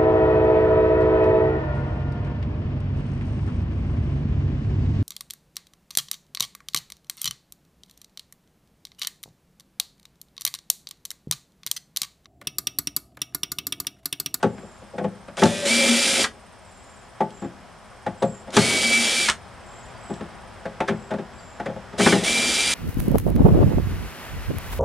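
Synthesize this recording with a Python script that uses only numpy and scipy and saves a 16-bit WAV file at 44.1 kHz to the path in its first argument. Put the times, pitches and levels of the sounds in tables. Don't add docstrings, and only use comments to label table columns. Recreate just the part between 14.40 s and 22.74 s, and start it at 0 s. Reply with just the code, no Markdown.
import sys
import numpy as np
from scipy import signal
from scipy.fft import rfft, irfft, next_fast_len
from scipy.io import wavfile
from scipy.ndimage import uniform_filter1d, map_coordinates

SR = 44100
rng = np.random.default_rng(int(sys.argv[2]) if len(sys.argv) > 2 else 0)


def put_to_file(sound):
    columns = np.atleast_2d(sound).T
    safe = np.clip(columns, -1, 1)
    whole_steps = np.round(safe * 32767)
    wavfile.write(sys.argv[1], SR, whole_steps.astype(np.int16))


N = 367794
TIME = np.arange(N) / SR


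def amp(db):
    return 10 ** (np.asarray(db) / 20)


def unit(x):
    return x / np.sqrt(np.mean(x ** 2) + 1e-20)


def crest(x):
    return x / np.sqrt(uniform_filter1d(x ** 2, size=441).max() + 1e-20)


def sine(pitch_hz):
    return np.sin(2 * np.pi * np.cumsum(pitch_hz) / SR)


def along(points, hz):
    f, v = np.transpose(points)
    return np.interp(np.log(hz + 1), np.log(f + 1), v)


def lifts(humps, hz):
    return sum(db / (1 + (2 * (hz - centre) / width) ** 2) for centre, width, db in humps)


def curves(rows):
    s, *cols = np.transpose(rows)
    return [np.interp(TIME, s, c) for c in cols]


def wobble(rate):
    knots = rng.standard_normal(int(N * rate / SR) + 4)
    coarse = TIME[::32]
    return np.interp(TIME, coarse, map_coordinates(knots, [coarse * rate]))


def filtered(x, response):
    n = x.shape[-1]
    m = next_fast_len(n + 8192)
    return irfft(rfft(x, m) * response(np.fft.rfftfreq(m, 1 / SR)), m)[..., :n]


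def noise(spectrum, size):
    return unit(filtered(rng.standard_normal(size), lambda hz: amp(along(spectrum, hz))))


def add(track, s, sound):
    part = track[max(round(s * SR), 0):][:len(sound)]
    part += sound[:len(part)]


def drill():
    speed, torque = shaft()
    rasp_db, whine_db, hum_db, rub_db = efforts(speed, torque)
    hunting = 1 + 5 * np.minimum(np.abs(1 - speed / FULL_HZ), 0.3)
    unsteady = 0.003 * wobble(14) + 0.002 * wobble(45)
    angle = 2 * np.pi * np.cumsum(speed * (1 + hunting * unsteady)) / SR
    whine = gear_whine(angle)
    tones = gear_tones(angle, speed)
    rasp = gear_rasp(angle)
    hum = np.sqrt(2) * np.sin(angle) * amp(3.1 * wobble(23) - 0.5)
    rub = thread_rub()
    gears = amp(rasp_db - 0.5) * (rasp + tones) + amp(whine_db) * whine
    return gears + amp(hum_db) * hum + amp(rub_db) * rub


def gear_whine(angle, teeth=10):
    return np.sqrt(2) * np.sin(teeth * angle) * amp(2 - 3.5 * np.abs(wobble(22)))


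# multiple of the shaft speed, level in dB against the rasp at top speed.
GEAR_TONES = [(7, -21.5), (9, -18), (11, -17.5), (14, -16.5), (19, -23), (20, -14), (21, -30), (23, -19.5),
              (30, -22), (40, -22)]


def gear_tones(angle, speed, level_wobble_db=3, slow_lift_db=15):
    tones = 0
    for multiple, db in GEAR_TONES:
        level = amp(db + level_wobble_db * wobble(18))
        tones = tones + level * np.sin(round(multiple) * angle + rng.uniform(0, 2 * np.pi))
    return tones * np.sqrt(2) * amp(slow_lift_db * np.minimum(1 - speed / speed.max(), 0.28))


# frequency in Hz, relative level in dB per Hz.
RASP_COLOUR = [(470, -44), (800, -12.5), (1040, -27), (1280, -12.5), (1810, -13), (2160, -8), (2350, -6),
               (2490, -10.5), (3310, -6), (4340, -12), (4720, -11.5), (5060, -10.5), (9360, -12.5),
               (11900, -27), (13500, -41.5)]
# centre in Hz, width in Hz, lift in dB.
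HOUSING_RESONANCES = [(2630, 37, 4), (3160, 91, 1.5), (3330, 61, 0), (3930, 270, 4), (4990, 57, 3.5),
                      (5500, 45, -0.5)]


def gear_rasp(angle, rattle_db=-9, throb=0.082, grain_db=1.35):
    pattern = rng.standard_normal(512)
    place = angle / (4 * np.pi) % 1 * len(pattern)
    rattle = np.interp(place, np.arange(len(pattern)), pattern)
    teeth = rng.standard_normal(N) + amp(rattle_db) * unit(rattle)
    teeth = teeth * (1 + throb * np.sin(angle)) * amp(grain_db * wobble(400))
    return unit(filtered(teeth, lambda hz: amp(along(RASP_COLOUR, hz) + lifts(HOUSING_RESONANCES, hz))))


# frequency in Hz, relative level in dB per Hz.
RUB_COLOUR = [(60, -13), (120, -13.5), (200, 1.5), (400, 1), (540, 0), (700, -2), (900, -8.5), (1500, -17),
              (3000, -60)]


def thread_rub():
    return unit(noise(RUB_COLOUR, N) * amp(1.9 * wobble(35)))


FULL_HZ = 235
# start in seconds, shaft speed asked for in Hz, shaft lag in seconds.
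# A speed of 0 Hz or less sets the brake.
TRIGGER_MOVES = [(0.96, 175, .012), (1.252, 234.5, .026), (1.55, 237, 0.052), (1.83, -0.5, 0.059),
                 (4.108, 228, 0.033), (4.42, 233, .15), (4.84, 205, 0.043), (4.896, 0, .045),
                 (7.57, 237.5, 0.017), (7.702, 160.5, .085), (7.836, 236, .018)]


def shaft():
    speed, asked = np.zeros(N), np.zeros(N)
    for s, hz, lag in TRIGGER_MOVES:
        i = round(s * SR)
        asked[i:] = hz
        speed[i:] = hz + (speed[i] - hz) * np.exp(-np.minimum(TIME[:N - i] / lag, 20))
    return np.maximum(speed, 1), np.maximum(asked - speed, 0) / FULL_HZ


SPEED_POWER, STRAIN_DB = 4.54, 25
WHINE_DB, HUM_DB = -34.5, -43
RUB_HOLD_DB = 7
LEAN_ATTACK_S, LEAN_RELEASE_S = 0.03, 0.11
# start in seconds, rasp at FULL_HZ in dB before a 0.5 dB cut,
# thread rubbing in dB, its fall as the screw comes out in dB per second.
SCREW_GRIP = [(0.95, -20.5, -31, 0), (4.1, -21.5, -27, 12), (7.55, -22.5, -22.5, 19.5)]
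# start in seconds, length in seconds,
# lift of the whine in dB, lift of the hum in dB.
HAND_LEANS = [(1.279, .13, 10.5, 18), (1.472, 0.088, 4.5, 15.5), (4.215, 0.17, 11, -9),
              (4.428, 0.16, 14, 9.5), (4.658, 0.18, 7.5, 1.5), (7.595, 0.11, 6.5, 4), (7.845, .16, 9.5, 10),
              (8.169, 0.071, 9, -6)]


def efforts(speed, torque):
    drive_db = SPEED_POWER * 20 * np.log10(speed / FULL_HZ) + STRAIN_DB * torque
    screws = np.array(SCREW_GRIP)
    current = np.maximum(np.searchsorted(screws[:, 0], TIME) - 1, 0)
    start, rasp_db, grip_db, fall = screws[current].T
    whine_db, hum_db = WHINE_DB + drive_db, HUM_DB + drive_db
    for s, length, whine_lift, hum_lift in HAND_LEANS:
        attack = (TIME - s) / LEAN_ATTACK_S
        release = 1 - (TIME - s - length) / LEAN_RELEASE_S
        weight = np.clip(np.minimum(attack, release), 0, 1)
        whine_db = whine_db + whine_lift * weight
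        hum_db = hum_db + hum_lift * weight
    rub_db = grip_db - fall * (TIME - start) + np.minimum(drive_db + RUB_HOLD_DB, 0)
    return rasp_db + drive_db, whine_db, hum_db, rub_db


# time in seconds, pitch in Hz, level in dB, both before wobble.
GROAN_CURVE = [(.97, 605, -74), (1.02, 593.6, -24), (1.12, 582, -37), (1.21, 582, -30.5), (1.3, 560, -34.5),
               (1.45, 549.5, -31), (1.58, 551, -36.5), (1.8, 544, -35), (1.87, 545, -95)]


def groan(waver=0.021):
    pitch, db = curves(GROAN_CURVE)
    level = amp(db + 4.1 * wobble(39.6)) * np.sqrt(2)
    return level * sine(pitch * (1 + waver * wobble(70)))


RUNNING_DAMPING = 0.9
STRIKE_TIME = np.arange(SR // 3) / SR
# time in seconds, level in dB, frequency that the struck
# spot favours in Hz, hardness (contact against wood) in dB, contact build-up in seconds.
PANEL_BLOWS = [(0.028, -18, 860, -4, 0.0034), (0.04, -15.5, 435, -24, 0.0038),
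               (0.177, -44.5, 330, 0.5, 0.0044), (0.23, -39.5, 456, -24, 0.0029),
               (0.416, -43, 540, -22, 0.0065), (0.531, -34, 560, -25, .012),
               (0.579, -25.5, 615, -7, 0.0055), (0.605, -25, 600, -32, 0.0028),
               (0.638, -20.5, 474, -16.5, 0.0074), (0.88, -36, 570, -5.5, 0.0044),
               (0.972, -28.5, 666, -2, 0.011), (1.017, -11, 424, -8, 0.0091),
               (1.052, -20.5, 234, -7, 0.0053), (2.803, -15.5, 830, -16.5, 0.0061),
               (3.017, -30.5, 343, -13, 0.0081), (3.043, -34, 287, -10, 0.0041),
               (3.662, -20.5, 784, -10.5, 0.0048), (3.818, -19, 840, -18, 0.0062),
               (3.826, -15.5, 550, -16, 0.0053), (3.867, -49, 220, -17, 0.012),
               (4.07, -35.5, 553, -10, .011), (4.164, -12, 407, -4, 0.0089), (5.696, -27, 350, -16, 0.0057),
               (5.806, -31.5, 398, -7, 0.0048), (6.251, -27, 590, -6.5, 0.0067),
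               (6.402, -19, 780, -5, 0.0042), (6.474, -21, 460, -.5, 0.028),
               (6.519, -30.5, 500, -19, 0.0021), (6.703, -23.5, 610, -9.5, 0.013),
               (6.735, -26, 550, -9, 0.0033), (6.783, -29.5, 360, -11.5, 0.0052),
               (7.197, -26, 736, -7, 0.004), (7.255, -25.5, 540, -6, 0.0092),
               (7.295, -28, 500, -17, 0.0047), (7.358, -32.5, 570, -13, 0.0045),
               (7.529, -36, 400, -7, 0.0047), (7.588, -18.5, 377, -3.5, 0.022),
               (7.661, -13, 365, -1.5, 0.0039), (7.722, -15, 370, -2, .004),
               (7.748, -23.5, 320, -13, 0.0059)]


def knocks():
    track = np.zeros(N)
    running = shaft()[0] > FULL_HZ / 2
    for s, db, spot_hz, hardness_db, build in PANEL_BLOWS:
        wood = panel(STRIKE_TIME, spot_hz, build, RUNNING_DAMPING if running[round(s * SR)] else 1)
        hard = contact(STRIKE_TIME, build * 0.84, tick_db=-14)
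        add(track, s, amp(db) * (wood + amp(hardness_db) * hard))
    return track


# time in seconds, level in dB.
CHUCK_LOCKS = [(1.841, -20), (4.884, -17), (4.896, -24)]


def chuck_locks(rise_s=0.0024, tick_db=-1.5, panel_db=-19, spot_hz=890):
    track = np.zeros(N)
    for s, db in CHUCK_LOCKS:
        wood = panel(STRIKE_TIME, spot_hz, rise_s, RUNNING_DAMPING)
        add(track, s, amp(db) * (contact(STRIKE_TIME, rise_s, tick_db) + amp(panel_db) * wood))
    return track


# time in seconds, level in dB, t60 in seconds.
CLICK_TIMES = [(0.0286, -30.5, .02), (0.97, -33, 0.024), (1.036, -17, 0.027), (1.057, -25, 0.014),
               (1.841, -22, 0.013), (2.905, -46, .03), (3.824, -32, 0.049), (4.105, -41.5, 0.029),
               (4.167, -12.5, 0.049), (4.899, -16.5, 0.01), (5.74, -43.5, .03)]


def steel_clicks():
    track = np.zeros(N)
    for s, db, t60 in CLICK_TIMES:
        click = noise(TICK_COLOUR, len(STRIKE_TIME)) * amp(-60 * STRIKE_TIME / t60)
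        add(track, s, amp(db) * crest(click))
    return track


def swell(t, rise, t60):
    return (1 - np.exp(-(t / rise) ** 2)) * amp(-60 * t / t60)


THUMP_DB, THUMP_SPOT_HZ, THUMP_DB_PER_OCTAVE = -0.5, 390, 7
# mode in Hz, relative level in dB, undamped t60 in seconds
PANEL_MODES = [(98.2, -21.5, 0.38), (120.5, -12, 0.26), (172.3, -3, 0.18), (203.6, 0, 0.17),
               (229.5, -3, 0.14), (273.7, -2.5, 0.092), (338.5, -5, 0.14), (403, -1, 0.12), (496, 3, 0.055),
               (534, -1, 0.1), (568.6, -4.5, 0.074), (638, -6, 0.11), (683, -8.5, 0.13),
               (714.3, -5.5, 0.11), (801, -2.5, 0.078), (843.8, -4, 0.13), (923, -8.5, 0.081),
               (1123, -10, 0.081)]


def panel(t, spot_hz, build, damping, scatter_db=2, favour_db=8.5, favour_width=0.2, split_hz=305):
    hz, level, t60 = np.transpose(PANEL_MODES)[:, :, None]
    low = hz[:, 0] < split_hz
    spot_db = favour_db * np.exp(-(np.log(hz / spot_hz) / favour_width) ** 2)
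    strength = amp(level + spot_db + scatter_db * rng.standard_normal(hz.shape))
    pressed = hz * (1 + 0.022 * rng.standard_normal(hz.shape))
    phase = rng.uniform(0, 2 * np.pi, hz.shape)
    envelope = swell(t, build * (1000 / hz) ** 0.39, t60 * damping)
    modes = strength * envelope * np.sin(2 * np.pi * pressed * t + phase)
    thump_db = THUMP_DB - THUMP_DB_PER_OCTAVE * np.log2(spot_hz / THUMP_SPOT_HZ)
    return amp(thump_db) * crest(modes[low].sum(0)) + crest(modes[~low].sum(0))


# frequency in Hz, relative level in dB per Hz.
CLACK_COLOUR = [(700, -15.5), (1000, -0.5), (1420, 4.5), (1730, 2.5), (2100, -2.5), (2800, -11),
                (3600, -10.5), (5000, -43)]
# frequency in Hz, relative level in dB per Hz.
TICK_COLOUR = [(2500, -2.5), (3800, 2), (6000, -2.5), (9500, -8.5), (12000, -30.5), (14000, -42)]


def contact(t, rise, tick_db, clack_t60=0.072, tick_t60=0.044):
    clack = noise(CLACK_COLOUR, len(t)) * swell(t, rise, clack_t60)
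    tick = noise(TICK_COLOUR, len(t)) * swell(t, rise * 0.79, tick_t60)
    return crest(clack) + amp(tick_db) * crest(tick)


# start in seconds, length in seconds, top pitch in Hz before stray,
# fall over the trill in Hz, level in dB before doubling.
TRILL_CALLS = [(0.039, 0.4, 7600, 390, -59.5), (2.217, 0.47, 7680, 450, -57.5),
               (2.915, 0.16, 7600, 102, -53), (3.77, 0.26, 7830, 250, -49.5), (5.231, 0.29, 7680, 348, -54),
               (5.601, 0.19, 7880, 248, -51.5), (6.541, 0.18, 7800, 100, -57.5),
               (6.923, 0.27, 7830, 500, -55)]


def bird_trills(notes_per_s=41, arch_hz=1300, stray_hz=150):
    track = np.zeros(N)
    for s, length, top_hz, fall_hz, db in TRILL_CALLS:
        u = np.linspace(0, 1, int(length * SR))
        note = u * length * notes_per_s
        stray = rng.normal(0, stray_hz, 64)[note.astype(int)]
        arch = arch_hz * (2 * (note % 1) - 1.1) ** 2
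        pitch = top_hz - fall_hz * u + stray - arch
        shape = np.sin(np.pi * note) ** 2 * np.abs(np.sin(np.pi * u)) ** 0.5
        add(track, s, amp(db) * 2 * shape * sine(pitch))
    return track


# start in seconds, middle pitch in Hz, level in dB.
WHISTLE_CALLS = [(5.04, 4280, -58), (5.55, 4700, -56), (6.975, 4690, -51)]


def bird_whistles():
    track = np.zeros(N)
    u = np.linspace(0, 1, SR // 25)
    for s, hz, db in WHISTLE_CALLS:
        add(track, s, amp(db) * np.sin(np.pi * u) ** 2 * sine(hz + 200 * (0.5 - u)))
    return track


# time in seconds, level in dB.
CHIP_LEVEL = [(0, -59), (2.5, -56), (2.9, -61), (3.1, -74), (3.4, -58), (6.2, -57), (6.4, -90), (8.34, -90)]


def bird_chips(chips_per_s=16, top_hz=9000, slur_hz=900):
    chip = np.minimum((TIME * chips_per_s + 0.1 * wobble(3)) % 1 / 0.42, 1)
    pitch = top_hz - slur_hz * chip ** 2 + 50 * wobble(24)
    return amp(curves(CHIP_LEVEL)[0]) * np.sin(np.pi * chip) * sine(pitch)


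def spread(x, spread_db=-8, corner_hz=6500):
    scatter = rng.standard_normal(900) * np.linspace(1, 0, 900) ** 2
    side = signal.fftconvolve(x, scatter / np.linalg.norm(scatter))[:N]
    side = amp(spread_db) * filtered(side, lambda hz: hz ** 2 / (hz ** 2 + corner_hz ** 2))
    return np.array([x + side, x - side])


# frequency in Hz, t60 in seconds.
YARD_DECAY = [(150, 0.79), (600, 0.38), (2500, 0.13), (10000, 0.16)]


def echoes(x, apart_hz=2500):
    hz, t, z = signal.stft(rng.standard_normal((2, SR // 2)), SR, nperseg=256)
    decay = amp(-60 * t / along(YARD_DECAY, hz)[:, None])
    tail = signal.istft(z * decay, SR, nperseg=256)[1]
    mid, side = tail / np.linalg.norm(tail[0])
    side = filtered(side, lambda f: f / (f + apart_hz))
    late = np.pad(x, (200, 0))[None]
    return signal.fftconvolve(late, np.array([mid + side, mid - side]), axes=1)[:, :N]


# time in seconds, level in dB before wobble and colour.
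AIR_LEVEL = [(0, -47), (.85, -47), (2, -47), (2.7, -45.5), (3.5, -45), (5, -43), (5.6, -39.5),
             (6.15, -41.5), (7.05, -42), (8.34, -38.5)]
# frequency in Hz, relative level in dB per Hz.
MURMUR_COLOUR = [(15, -36), (25, -2), (82, -1.5), (217, -5.5), (305, -12.5), (418, -9.5), (453, -12),
                 (490, -9), (690, -5.5), (1560, -11.5), (4360, -25), (6130, -27), (7570, -28), (11500, -39),
                 (13500, -45)]
# frequency in Hz, left-right correlation.
AIR_LIKENESS = [(60, 0.79), (230, 0.35), (890, 0.92), (3400, 0.82), (13100, 0.081)]
# centre in Hz, width in Hz, lift in dB.
AIR_HUMPS = [(3250, 280, 3), (5190, 540, 6), (8050, 270, 7), (10700, 740, 8)]


def air(valley_db=-2, hiss_db=-43.5):
    swelling = amp(curves(AIR_LEVEL)[0] + 0.24 * wobble(15))
    pair = noise(MURMUR_COLOUR, (2, N))
    hiss = filtered(pair, lambda hz: hz ** 2 / (hz ** 2 + 5500 ** 2))

    def mid_side(hz):
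        turn = np.arccos(np.clip(along(AIR_LIKENESS, hz), -1, 1)) / 2
        valley = valley_db * hz ** 4 / (hz ** 4 + 1800 ** 4)
        return amp(lifts(AIR_HUMPS, hz) + valley) * np.array([np.cos(turn), np.sin(turn)])

    mid, side = filtered((pair - hiss) * swelling + amp(hiss_db) * hiss, mid_side)
    return np.array([mid + side, mid - side])


# frequency in Hz, level in dB before a 3.5 dB lift.
STEADY_TONES = [(64.6, -67), (619.1, -65.5)]


def steady_tones():
    return sum(amp(db + 3.5) * np.sin(2 * np.pi * hz * TIME + rng.uniform(0, 2 * np.pi))
               for hz, db in STEADY_TONES)


# frequency in Hz, left minus right in dB.
STEREO_LEAN = [(40, 4.5), (150, 3.5), (600, 2.5), (1400, -0.3), (4000, .5), (9000, -2), (12500, -1.5)]


def scene():
    work = drill() + groan() + knocks() + chuck_locks() + steel_clicks()
    song = bird_trills() + bird_whistles() + bird_chips()
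    sound = spread(work + song) + echoes(amp(-17) * work + amp(-6.5) * song) + air() + steady_tones()

    def balance(hz):
        left_db = along(STEREO_LEAN, hz) / 2
        return amp(np.array([left_db, -left_db]))

    return filtered(sound, balance)


def record(dry, notch_hz=149.83, depth=0.93, feedback=0.7, top_hz=13650):
    def comb(hz):
        delay = np.exp(-2j * np.pi * hz / notch_hz)
        return 1 - depth * (1 - feedback) * delay / (1 - feedback * delay)

    def bass_cut(hz):
        return hz ** 4 / (hz ** 4 + 35 ** 4)

    x = amp(-1.5) * filtered(dry, lambda hz: comb(hz) * bass_cut(hz))
    x = x / (1 + np.abs(x) ** 6) ** (1 / 6)
    return filtered(x, lambda hz: hz < top_hz)


dry = scene()
out = record(dry)
put_to_file(out)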